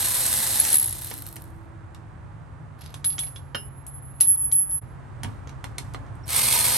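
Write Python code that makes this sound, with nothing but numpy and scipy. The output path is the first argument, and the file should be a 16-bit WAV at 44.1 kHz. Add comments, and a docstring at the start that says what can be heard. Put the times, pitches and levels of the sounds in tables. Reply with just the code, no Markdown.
"""In a garage, a cordless ratchet backs a bolt out of a car's suspension, runs down and is pulled off.
The bolt is turned out by hand and laid aside, its loose washer singing high; the tool knocks onto the next bolt.
The tool is timed clacks, gritty gear noise and a ringing socket; touches are bursts of dying noise.
Steel parts and the washer are fading sine waves; pawl ticks and scraping threads are shaped noise.
Behind them the shop is filtered noise, with a far engine of two sines that slowly loses speed."""
import sys
import numpy as np
from scipy import signal
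from scipy.fft import rfft, irfft, next_fast_len
from scipy.io import wavfile
from scipy.ndimage import uniform_filter1d

SR = 44100
rng = np.random.default_rng(int(sys.argv[2]) if len(sys.argv) > 2 else 0)


def wav_out(sig):
    """Save sig, one row per channel (or a flat mono array), as 16-bit PCM at SR to the path in sys.argv[1]."""
    wavfile.write(sys.argv[1], SR, np.round(np.clip(np.atleast_2d(sig).T, -1, 1) * 32767).astype(np.int16))


N = 298557

# Table levels are relative: most functions add their own level, and the room adds its echoes.
# Trigger held: pressed t/s, let go t/s, level/dB, pawl clacks over gear whirr level/dB,
# return contacts over driving contact level/dB, socket ring over the rest level/dB
TRIGGER_RUNS = [(-1, .7415, -23.5, -7, -0.5, -13), (6.245, 6.996, -20.5, -9, -8, -14.5)]
# Driving contact, then two return contacts, of one stroke: share of a turn
STROKE_CONTACTS = [0, .335, .655]
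# Hum of the gears: multiple of the stroke rate, level/dB
GEAR_HUM = [(3, -30), (7, -31)]
# Tone colour of the tool on each bolt: f/Hz, level/dB (per Hz)
FIRST_BOLT_COLOUR = [(100, -34), (220, -8.5), (400, -12.5), (540, -10), (720, -6.5), (880, -5),
                     (1200, -13.5), (1750, -8), (2500, -10.5), (4150, -5), (4800, -7.5), (6800, -7),
                     (8300, 0.5), (10300, 5), (11200, 5), (12500, -2.5), (13800, -20)]
SECOND_BOLT_COLOUR = [(100, -29), (220, -15), (400, -12), (540, -5.5), (820, -8), (960, -1), (1400, -9),
                      (2200, -4), (2700, -7.5), (3700, -3.5), (7000, -7.5), (9100, 4), (10300, 5.5),
                      (11200, 1), (12600, -1.5), (13800, -21)]
# Ringing of the tool's steel head: f/Hz, level/dB, time to fall 60 dB t/s
HEAD_MODES = [(980, 1, 0.065), (2083, 5, 0.024), (3530, -1, 0.038), (4150, 0, 0.042), (4290, -8, 0.07),
              (7900, 2, 0.03), (9280, 4.5, 0.025)]
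# The bolt comes loose and its washer rings with each stroke: from t/s, to t/s
LOOSE_SPAN = (.724, .945)

# Colour of the shop's rumble: f/Hz, level/dB (per Hz)
SHOP_COLOUR = [(25, -33.5), (50, 2), (75, 4), (115, 7.5), (190, -11), (300, -12.5), (430, -17.5),
               (950, -15.5), (1700, -23), (3000, -37.5), (5500, -47), (9000, -43), (11200, -51),
               (13000, -68)]
# Level of the shop's rumble: t/s, level/dB
SHOP_LEVEL = [(0, -42.5), (1.5, -42.5), (4.7, -43.5), (5.0, -40.5), (6.1, -39), (6.77, -41)]
# Pitch of the far engine: t/s, f/Hz
ENGINE_PITCH = [(0, 170), (1.7, 164), (2.6, 156), (3.1, 142.2), (3.7, 136.3), (6.77, 134.3)]
# How well the shop carries each pitch of the engine: f/Hz, level/dB
ENGINE_COLOUR = [(135, -47), (158, -49.5), (175, -78), (288, -69), (312, -80), (328, -53), (346, -65.5)]

# Touches that set the washer ringing, damped by whatever holds it: t/s, level/dB, time to fall 60 dB t/s
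WASHER_TOUCHES = [(.597, -12.5, .03), (2.942, -42, .12), (3.045, -21, .25), (3.188, -32, .42),
                  (3.549, -43, .7), (3.866, -43, 1.0), (4.205, -19, .25), (4.268, -18.5, .85),
                  (4.522, -12.5, .35), (4.692, -29, .6)]
# Light steel parts touch: t/s, level/dB, bass against the middle level/dB, treble against it level/dB
TAPS = [(.651, -11.5, -11.5, 2), (.7025, -19, -15, 11), (0.7284, -15.5, -32, 5), (0.7407, -19, -20.5, 11),
        (1.2565, -32, -15.5, -10.5), (1.947, -33, -2.5, -7.5), (3.866, -36.5, -6.5, 10),
        (4.2034, -20, -2, 5), (4.2089, -10.5, -11.5, -2), (4.5163, -20.5, -15, -1.5),
        (4.7114, -34, -27.5, -10), (4.777, -41, -20, -7), (5.4734, -30.5, 2, -17),
        (5.4933, -30.5, -0.5, -12.5), (5.937, -30.5, 5.5, -6.5), (6.0645, -43, -0.5, -17),
        (6.153, -54.5, -3, 10), (6.2795, -32, -10.5, 5.5), (6.2906, -19.5, -3.5, 0.5),
        (6.364, -16, -20, 11), (6.524, -10.5, -22.5, 1), (6.758, -26.5, 3.5, 3)]
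# Colour shared by all touches: f/Hz, level/dB (per Hz)
TAP_COLOUR = [(100, -7.5), (400, 5.5), (1000, 4), (3500, 1), (6500, 1), (8800, 7.5), (10300, 7.5),
              (11500, 8), (13000, -29.5), (16000, -26.5)]
# Pawl ticks as the tool is drawn off: t/s, level/dB
PAWL_TICKS = [(.971, -32.5), (.9902, -30), (1.0152, -25.5), (1.0205, -22), (1.034, -25), (1.0459, -18),
              (1.0613, -26.5), (1.0696, -26), (1.0748, -24), (1.1, -29.5), (1.106, -22), (1.1335, -30.5),
              (1.1395, -20), (1.1725, -29.5), (1.1783, -24.5), (1.1869, -26), (1.2048, -34.5),
              (1.2217, -21.5), (1.2654, -21.5), (1.2735, -26), (1.2873, -25), (1.313, -38), (1.327, -27),
              (1.3389, -37), (1.3585, -25.5), (1.4203, -29.5), (1.4402, -35.5)]
# Colour of the ticks: f/Hz, level/dB (per Hz)
TICK_COLOUR = [(1000, -15), (3000, -14), (4100, -6.5), (5000, -13), (7000, -13), (10000, 4.5), (12400, 5.5),
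               (14000, -17.5), (16000, -16.5)]
# Loose teeth rattle between the ticks: from t/s, to t/s
RATTLE_SPAN = (.97, 1.45)

# The tool bumps the suspension: t/s, tap level/dB, bass level/dB, treble level/dB,
# thud level/dB, ring of the tool's head level/dB, favoured f/Hz
BUMPS = [(1.113, -20.5, 2, -21.5, -43.5, -41.5, 1800), (1.3649, -30, -6, 4, -47.5, -59, 3000),
         (5.2333, -20, -2.5, -2.5, -41, -46.5, 6000), (5.246, -41.5, -4.5, -14.5, -38, -59.5, 1002),
         (5.642, -24.5, 11, -4.5, -45, -37, 1200), (5.7826, -17, 1, -2, -48, -36.5, 2230),
         (5.9462, -33, 16, -8, -44, -36.5, 1600)]
# The suspension rings with each thud: f/Hz, level/dB, time to fall 60 dB t/s
SUSPENSION_MODES = [(142.8, -8.5, 0.4), (208, -3, 0.23), (262, -3.5, .16), (283, -8, 0.96),
                    (408, -9.5, 0.051), (931, -4, 0.21)]
# Fingers twist the bolt through its last threads: t/s, length t/s, level/dB
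TWISTS = [(2.811, 0.063, -52.5), (3.106, 0.13, -57.5)]
# The freed bolt clicks in its hole: t/s, level/dB, bass against the middle level/dB,
# treble against it level/dB, ring level/dB, favoured f/Hz
BOLT_CLICKS = [(2.8203, -49, -10, -6.5, -52, 4170), (2.8602, -42, -10, -5.5, -51, 4170),
               (2.942, -24.5, 0, -3.5, -49, 4570), (3.044, -17, -6.5, -6.5, -35, 4170),
               (3.1021, -30, -13, -5, -44, 4600), (3.126, -37, -15, -9.5, -45, 4500),
               (3.182, -16.5, -1.5, -21.5, -37, 2600), (3.1899, -19, -17, 2.5, -36, 3300),
               (3.2344, -30, 1, -24.5, -42, 2500), (3.268, -33.5, -12, -15.5, -54.5, 4340),
               (3.3606, -29, -1.5, -13.5, -40.5, 3000)]
# Ringing of the bolt: f/Hz, level/dB, time to fall 60 dB t/s
BOLT_MODES = [(2280, -1, .025), (3410, 7.5, 0.047), (3880, -1, .045), (4434, -5, 0.086), (4880, 3, .045),
              (5850, -4, 0.047), (6410, -7, .04), (8700, 12.5, .035)]
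# The bolt knocks the suspension arm: t/s, level/dB
ARM_KNOCKS = [(3.547, -27), (3.553, -47), (3.566, -45.5)]
# Ringing of the arm: f/Hz, level/dB, time to fall 60 dB t/s
ARM_MODES = [(219, -14.5, 0.57), (410, -21, 0.55), (580, -6.5, 0.09), (734, -10, 0.079),
             (1000, -17.5, 0.039), (1416, -2.5, 0.036), (1437, 3, 0.059), (1660, -2.5, 0.031),
             (1790, -5.5, 0.049), (2169, -12.5, 0.09), (2830, -8.5, 0.16), (2961, -11, 0.26),
             (3095, 2, 0.039), (3763, -9.5, 0.068), (4215, -15.5, 0.087), (5160, -20, 0.19),
             (5534, -17.5, 0.16), (6455, -18.5, 0.13)]
# The tool slides along the suspension: t/s, level/dB, time to fall 60 dB t/s
DRAG = (5.24, -33, 0.5)
# The motor whines as it starts: middle t/s, f/Hz, level/dB
WHINE = (6.245, 5480, -52)

# Phase lead of the left microphone port over the right: f/Hz, phase/rad
LEFT_LEAD = [(170, -.3), (280, .6), (600, 1.2), (1050, 1.1), (1900, -.3), (4500, -.65), (6900, -.4),
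             (7600, -1.2), (8900, .4), (11200, 4.8), (12600, 7.1)]
# Left port minus right port: f/Hz, level/dB
PORT_BALANCE = [(60, 4), (110, -2), (155, -4), (250, 1), (600, -1.5), (1200, -7), (2400, -3), (5000, -5),
                (8100, -1.65), (11000, 0)]

FULL_STROKES_PER_S = 76.0
# gathers speed, coasts to rest, loses its drive
SPIN_UP_S, COAST_S, POWER_OFF_S = 0.078, 1.2, 0.028
LOUDNESS_POWER = 1.2  # amplitude goes as speed to this power
COAST_DB, COAST_CLACK_DB = -8.5, 3.5  # without drive: quieter, with clacks that stand out
LOOSE_DB, LOOSE_FADE_DB_PER_S = -16, 78
AWAY_S, AWAY_DB_PER_S = 1.1, 25  # the coasting tool is carried off
TEETH_PER_S = 13000  # at full speed
CLACK_T60_S, TICK_T60_S = .012, .013
WASHER_HZ = 11152
WASHER_CUT_S, WASHER_CUT_T60_S = 4.785, .03
RATTLE_PER_S, RATTLE_DB, RATTLE_FADE_DB_PER_S = 130, -22.5, 26.5  # rate at the start
TWIST_ATTACK_S, TWIST_T60_S = 0.032, 0.32
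GARAGE_T60_S = 0.36
DIP_S, DIP_DB, DIP_WIDTH_S = 4.806, -24, .009
CUTOFF_HZ = 15900


def from_db(db):
    """Turn decibels into a gain."""
    return np.exp(np.log(10) / 20 * np.asarray(db))


def rms_one(x, weights=None):
    """Scale to an average strength (rms) of 1, judged where the weights are high."""
    power = np.average(np.abs(x) ** 2, weights=weights)
    return x / np.sqrt(power + 1e-20)


def in_time(rows):
    """Join the points of each column by straight lines, giving one curve per column."""
    s, *columns = np.transpose(rows)
    return [np.interp(np.arange(N) / SR, s, column) for column in columns]


def at_hz(points, hz):
    """Read a curve of (f/Hz, value) along a logarithmic frequency axis."""
    points = np.array(points)
    return np.interp(np.log(hz + 1), np.log(points[:, 0]), points[:, 1])


def during(span):
    """One within (from t/s, to t/s), zero outside."""
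    t = np.arange(N) / SR
    return ((t >= span[0]) & (t < span[1])).astype(float)


def drift(rate_hz):
    """Slow random wandering of strength 1: noise smoothed by two equal low-pass stages."""
    step = 40  # samples between the slow values
    keep = np.exp(-2 * np.pi * step * rate_hz / SR)
    noise = rng.standard_normal(N // step + 2002)
    slow = signal.lfilter([1], [1, -2 * keep, keep * keep], noise)[2000:]  # skip the filter's start
    return np.interp(np.arange(N) / step, np.arange(len(slow)), rms_one(slow))


def convolve(x, response):
    """Start a copy of the response at every sample of x, keeping the length of x."""
    return signal.oaconvolve(np.float32(x), np.float32(response))[:len(x)].astype(float)


def colour(x, spectrum, size=4096):
    """Filter to a (f/Hz, level/dB) shape with minimum phase, so nothing sounds early."""
    gains = from_db(at_hz(spectrum, np.fft.rfftfreq(size, 1 / SR)))
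    cepstrum = irfft(np.log(gains))
    # folding the cepstrum forward in time makes the phase minimal
    cepstrum[1:size // 2] *= 2
    cepstrum[size // 2 + 1:] = 0
    return convolve(x, irfft(np.exp(rfft(cepstrum))))


def fade(t, t60):
    """Exponential decay that falls 60 dB in t60 seconds."""
    return np.exp(-np.log(1000) * t / t60)


def burst(t60, size=4096):
    """Countless short modes struck at once: dying noise of unit energy."""
    dying = rng.standard_normal(size) * fade(np.arange(size) / SR, t60)
    return rms_one(dying) / np.sqrt(size)


def clicks(times, gains):
    """Blows one sample long."""
    at = np.clip(np.asarray(times) * SR, 0, N - 1).astype(int)
    return np.bincount(at, gains, N)


def grains(per_s):
    """Countless tiny impacts at random moments, scaled to unit power."""
    chance = np.clip(per_s / SR, .001, 1)
    return (rng.random(N) < chance) * rng.standard_normal(N) / np.sqrt(chance)


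def modal(modes, size=16384):
    """One blow on a solid part: each of its modes is a sine that dies away."""
    t = np.arange(size) / SR
    return sum(rng.choice([-1, 1]) * from_db(db) * np.sin(2 * np.pi * hz * t) * fade(t, t60)
               for hz, db, t60 in modes)


def ring(x, modes):
    """Each blow in x sets the modes ringing."""
    return convolve(x, modal(modes))


def head_ring(x, ring_db=-51, wander_db=7.0, wander_rate_hz=5.2):
    """The tool's head rings along with x; its modes come and go as it rocks on the bolt."""
    ringing = 0
    for mode in HEAD_MODES:
        level = from_db(ring_db + wander_db * np.clip(drift(wander_rate_hz), -2, 2))
        ringing = ringing + level * ring(x, [mode])
    return x + ringing


def motor(on_s, off_s):
    """Shares of full speed and drive: a quick spin-up, then a long coast once the trigger is let go."""
    t = np.arange(N) / SR
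    held, released = np.maximum(t - on_s, 0), np.maximum(t - off_s, 0)
    spin_up = 1 - np.exp(-(held / SPIN_UP_S) ** 2)
    coast = np.maximum(1 - released / COAST_S, 0) ** 2
    return spin_up * coast, np.exp(-released / POWER_OFF_S)


def ratchet(run, spectrum, jitter_s=0.00021, uneven_db=2.5, grain_db=2.0, snap_db=-8.0, socket_hz=11200,
            socket_t60=0.039, socket_rise_s=0.0008, loose_uneven_db=1.5, count=80):
    """The yoke swings once a turn: the pawl clacks three times over whirring gears, and the socket rings."""
    on_s, off_s, level_db, driven_clack_db, return_db, socket_db = run
    speed, drive = motor(on_s, off_s)
    t = np.arange(N) / SR
    short_t = t[:SR // 10]

    # turns are counted from the moment the drive ends, even if that is after the sound's end
    turns = FULL_STROKES_PER_S * np.cumsum(speed) / SR
    turns_still_to_come = FULL_STROKES_PER_S * max(off_s - t[-1], 0)
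    turns = turns - np.interp(min(off_s, t[-1]), t, turns) - turns_still_to_come

    blows = 0
    for share, db in zip(STROKE_CONTACTS, (0, return_db, return_db)):
        at = np.arange(-count, count) + share
        slip, force = rng.standard_normal((2, len(at)))
        made = (at > turns[0]) & (at < turns[-1])
        gains = made * from_db(db + uneven_db * np.clip(force, -1.5, 1.5))
        blows = blows + clicks(np.interp(at, turns, t) + jitter_s * slip, gains)

    # every clack is a hard snap, then a quickly dying chatter of teeth
    clacks = rms_one(convolve(blows, fade(short_t, CLACK_T60_S)), speed)
    whirr = rms_one(from_db(grain_db * drift(170)))
    clack_gain = from_db(driven_clack_db + COAST_CLACK_DB * (0.5 - drive * speed))
    snaps = from_db(snap_db) * clack_gain * rms_one(blows, speed)
    chatter = np.hypot(clacks * clack_gain, whirr) * grains(TEETH_PER_S * speed)
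    teeth = (snaps + chatter) / np.hypot(clack_gain, 1)
    body = rms_one(head_ring(colour(teeth, spectrum)), speed)

    hum = 0
    for multiple, db in GEAR_HUM:
        phase = 2 * np.pi * np.round(multiple) * turns + drift(5.4)
        hum = hum + from_db(db) * np.sqrt(2) * np.sin(phase)
    hum = drive * hum

    # the socket swells and dies after each driving clack
    strokes = np.arange(np.ceil(turns[0]), turns[-1])
    pushes = clicks(np.interp(strokes, turns, t), np.ones(len(strokes)))
    pushes = pushes * from_db(loose_uneven_db * drift(60))
    swell = 1 - np.exp(-(short_t / socket_rise_s) ** 2)
    swing = convolve(pushes, fade(short_t, socket_t60) * swell)
    socket = rms_one(swing * np.sin(2 * np.pi * socket_hz * t + drift(40)), speed)
    loose_db = LOOSE_DB - LOOSE_FADE_DB_PER_S * np.maximum(t - LOOSE_SPAN[0], 0)
    loose = from_db(loose_db) * uniform_filter1d(during(LOOSE_SPAN), size=200)  # soft edges

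    loudness = speed ** LOUDNESS_POWER * from_db(level_db + COAST_DB * (1 - drive))
    return loudness * (body + hum + from_db(socket_db) * socket) + loose * socket


def shop(bass_width=0.56, air_width=0.67, waver_db=2.0, engine_db=-1):
    """Wide noise rumbles; a far engine's two lowest partials waver and slide through the shop's resonances."""
    mid, side = (rms_one(colour(rng.standard_normal(N), SHOP_COLOUR)) for _ in range(2))
    side = colour(side, [(120, 20 * np.log10(bass_width)), (600, 20 * np.log10(air_width))])
    rumble = from_db(in_time(SHOP_LEVEL)[0]) * np.array([mid + side, mid - side])
    hz, = in_time(ENGINE_PITCH)
    phase = 2 * np.pi * np.cumsum(hz * (1 + 0.005 * drift(5))) / SR
    hum = 0
    for k in (1, 2):
        db = at_hz(ENGINE_COLOUR, k * hz) + engine_db + waver_db * drift(14)
        hum = hum + from_db(db) * np.sqrt(2) * np.sin(k * phase)
    return rumble + hum * from_db([[-1.5], [1.5]])  # a little stronger on the right


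def washer(level_db=9, wobble_rate_hz=18, wobble=0.56):
    """One high mode, renewed by each touch, beats as the washer rocks on the bolt; its ring is cut short."""
    t, swing = np.arange(N) / SR, np.zeros(N)
    for s, db, t60 in WASHER_TOUCHES:
        at = int(s * SR)
        swing[at:] = np.maximum(swing[at:], from_db(db + level_db) * fade(t[:N - at], t60))
    rise = np.hanning(SR // 170)  # softens each start
    swing = convolve(swing, rise / rise.sum())
    swing = swing * fade(np.maximum(t - WASHER_CUT_S, 0), WASHER_CUT_T60_S)
    # a complex wobble moves both strength and phase
    rocking = rms_one(1 + wobble * (drift(wobble_rate_hz) + 1j * drift(wobble_rate_hz)))
    return swing * np.real(rocking * np.exp(2j * np.pi * WASHER_HZ * t))


def taps(level_db=10, crack_t60=0.018, tail_db=-7, tail_t60=0.14, hang_db=-15, hang_t60=0.66, size=16384):
    """Each touch is a crack, a rough tail and a faint long hang of the heavy parts around it."""
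    out = np.zeros(N + size)
    for s, db, bass_db, treble_db, *_ in list(TAPS) + list(BOLT_CLICKS) + list(BUMPS):
        crack = burst(crack_t60, size=size)
        tail = from_db(tail_db) * burst(tail_t60, size=size)
        hang = from_db(hang_db) * burst(hang_t60, size=size)
        tilt = [(1300, bass_db), (2800, 0.0072), (6500, 0.023), (8200, treble_db)]
        at = int(s * SR)
        out[at:at + size] += from_db(db + level_db) * colour(crack + tail + hang, tilt)
    return colour(out[:N], TAP_COLOUR)


def ticks(level_db=15, uneven_db=4):
    """The idle pawl drops over single teeth; a lighter rattle between them thins out as the tool slows."""
    s, db = np.transpose(PAWL_TICKS)
    start_s, end_s = RATTLE_SPAN
    age = np.maximum(np.arange(N) / SR - start_s, 0)
    per_s = RATTLE_PER_S * (1 - age / (end_s - start_s)) * during(RATTLE_SPAN)
    falls = rng.random(N) < per_s / SR
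    rattle = falls * from_db(RATTLE_DB - RATTLE_FADE_DB_PER_S * age + uneven_db * rng.uniform(-0.9, 1, N))
    blows = clicks(s, from_db(db + level_db)) + rattle
    return head_ring(colour(convolve(blows, burst(TICK_T60_S)), TICK_COLOUR))


def struck(blows, modes, crack_db, crack_t60, crack_colour):
    """A blow on a heavy part rings its modes and makes a dull crack of dying noise."""
    s, db = np.transpose(blows)
    force = clicks(s, from_db(db))
    crack = colour(convolve(force, burst(crack_t60)), crack_colour)
    return ring(force, modes) + from_db(crack_db) * crack


def chimes(rows, modes, fall_db_per_octave, detune=0.0071):
    """A small part rings anew: the contact point favours modes near one pitch and shifts them a little."""
    out = np.zeros(N + SR)
    for s, *_, ring_db, favoured_hz in rows:
        shifted = []
        for hz, db, t60 in modes:
            distance = abs(np.log2(hz / favoured_hz))  # in octaves
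            mode_hz = hz * (1 + detune * rng.uniform(-1, 1))
            shifted.append((mode_hz, ring_db + db - fall_db_per_octave * distance, t60))
        sound = modal(shifted)
        at = int(s * SR)
        out[at:at + len(sound)] += sound
    return out[:N]


def scrape(grain_db=3.5, grains_per_s=1500):
    """Dry threads rub with each twist of the bolt: gritty noise that rises, holds and dies away."""
    t = np.arange(N) / SR
    rub = 0
    for s, length_s, db in TWISTS:
        attack = np.clip((t - s) / TWIST_ATTACK_S + 1, 0, 1)
        release = fade(np.maximum(t - s - length_s, 0), TWIST_T60_S)
        rub = rub + from_db(db) * attack * release
    grit = grains(grains_per_s) * from_db(grain_db * drift(80))
    grit_colour = [(1000, -9.5), (4300, -5.5), (7000, -13.0), (10200, -13.0), (11300, 6.0), (12600, -43.5)]
    return rub * rms_one(colour(grit, grit_colour))


def drag():
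    """The suspension rumbles as the tool slides along it: low noise that starts at once and dies away."""
    s, db, t60 = DRAG
    age = np.arange(N) / SR - s
    rumble_colour = [(50, -3.5), (120, 8), (180, -3.5), (240, -1), (350, -15.5),
                     (1000, -19.0), (4000, -36.5), (12000, -64.0)]
    rumble = rms_one(colour(rng.standard_normal(N), rumble_colour))
    return from_db(db) * (age > 0) * fade(np.maximum(age, 0), t60) * rumble


def whine(width_s=0.0092):
    """The windings sing as the trigger is first squeezed: a sine that swells and fades in an instant."""
    s, hz, db = WHINE
    t = np.arange(N) / SR
    return from_db(db) * np.exp(-((t - s) / width_s) ** 2) * np.sin(2 * np.pi * hz * t)


def garage(x, near_db, room_db, across_db, near_t60=0.12, top_db=-7, size=32768):
    """Direct sound, close echoes off the underbody and the room's tail; sideways echoes widen it."""
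    wet = colour(x, [(6000, 0.0048), (11000, top_db)])  # echoes lose some treble
    wet = np.append(np.zeros(SR // 500), wet)[:N]  # and arrive 2 ms later
    side = convolve(wet, from_db(across_db) * burst(near_t60, size=size))
    echoes = []
    for _ in range(2):
        near = from_db(near_db) * burst(near_t60, size=size)
        room = from_db(room_db) * burst(GARAGE_T60_S, size=size)
        echoes.append(near + room)
    left = x + convolve(wet, echoes[0]) + side
    right = x + convolve(wet, echoes[1]) - side
    return np.array([left, right])


def ports(x):
    """The two microphone ports hear each pitch with their own level and phase."""
    size = next_fast_len(N + SR // 10)
    hz = np.fft.rfftfreq(size, 1 / SR)
    # each side takes half of the difference
    left = from_db(at_hz(PORT_BALANCE, hz) / 2) * np.exp(1j * at_hz(LEFT_LEAD, hz) / 2)
    return irfft(rfft(x, size) * np.array([left, 1 / left]), size)[:, :N]


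def scene():
    """Tool, bolt and washer under the car, over the noise of the shop."""
    away = from_db(-AWAY_DB_PER_S * np.maximum(np.arange(N) / SR - AWAY_S, 0))
    tool = away * ratchet(TRIGGER_RUNS[0], FIRST_BOLT_COLOUR)
    tool = tool + ratchet(TRIGGER_RUNS[1], SECOND_BOLT_COLOUR) + whine()

    arm = struck(ARM_KNOCKS, ARM_MODES, crack_db=28, crack_t60=0.059,
                 crack_colour=[(300, -1.0), (1500, 7.5), (3500, -8), (8000, -22.5), (13000, -28.5)])
    thuds = [(s, thud_db) for s, _, _, _, thud_db, _, _ in BUMPS]
    suspension = struck(thuds, SUSPENSION_MODES, crack_db=38.0, crack_t60=0.014,
                        crack_colour=[(300, 3.0), (1200, -6.5), (3200, 0), (6000, -37), (13000, -30)])
    suspension = suspension + drag()
    bolt = chimes(BOLT_CLICKS, BOLT_MODES, fall_db_per_octave=22.5)
    bumped_head = chimes(BUMPS, HEAD_MODES, fall_db_per_octave=5.5)
    steel = taps() + bolt + bumped_head + arm + suspension + scrape()

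    return (garage(tool, near_db=-11, room_db=-15.0, across_db=-8.5)
            + garage(ticks(), near_db=-9.5, room_db=-18.5, across_db=-13.5)
            + garage(steel, near_db=-3, room_db=-23.0, across_db=-16.0)
            + garage(washer(), near_db=-9.5, room_db=-16.5, across_db=-4)
            + shop())


def record(dry):
    """The two ports take the sound; the level dips once, briefly; the top is cut steeply."""
    t = np.arange(N) / SR
    dip = from_db(DIP_DB * np.exp(-((t - DIP_S) / DIP_WIDTH_S) ** 2))
    top_cut = signal.ellip(12, .1, 90, CUTOFF_HZ, fs=SR, output="sos")
    return signal.sosfilt(top_cut, ports(dry) * dip)


dry = scene()
out = record(dry)
wav_out(out)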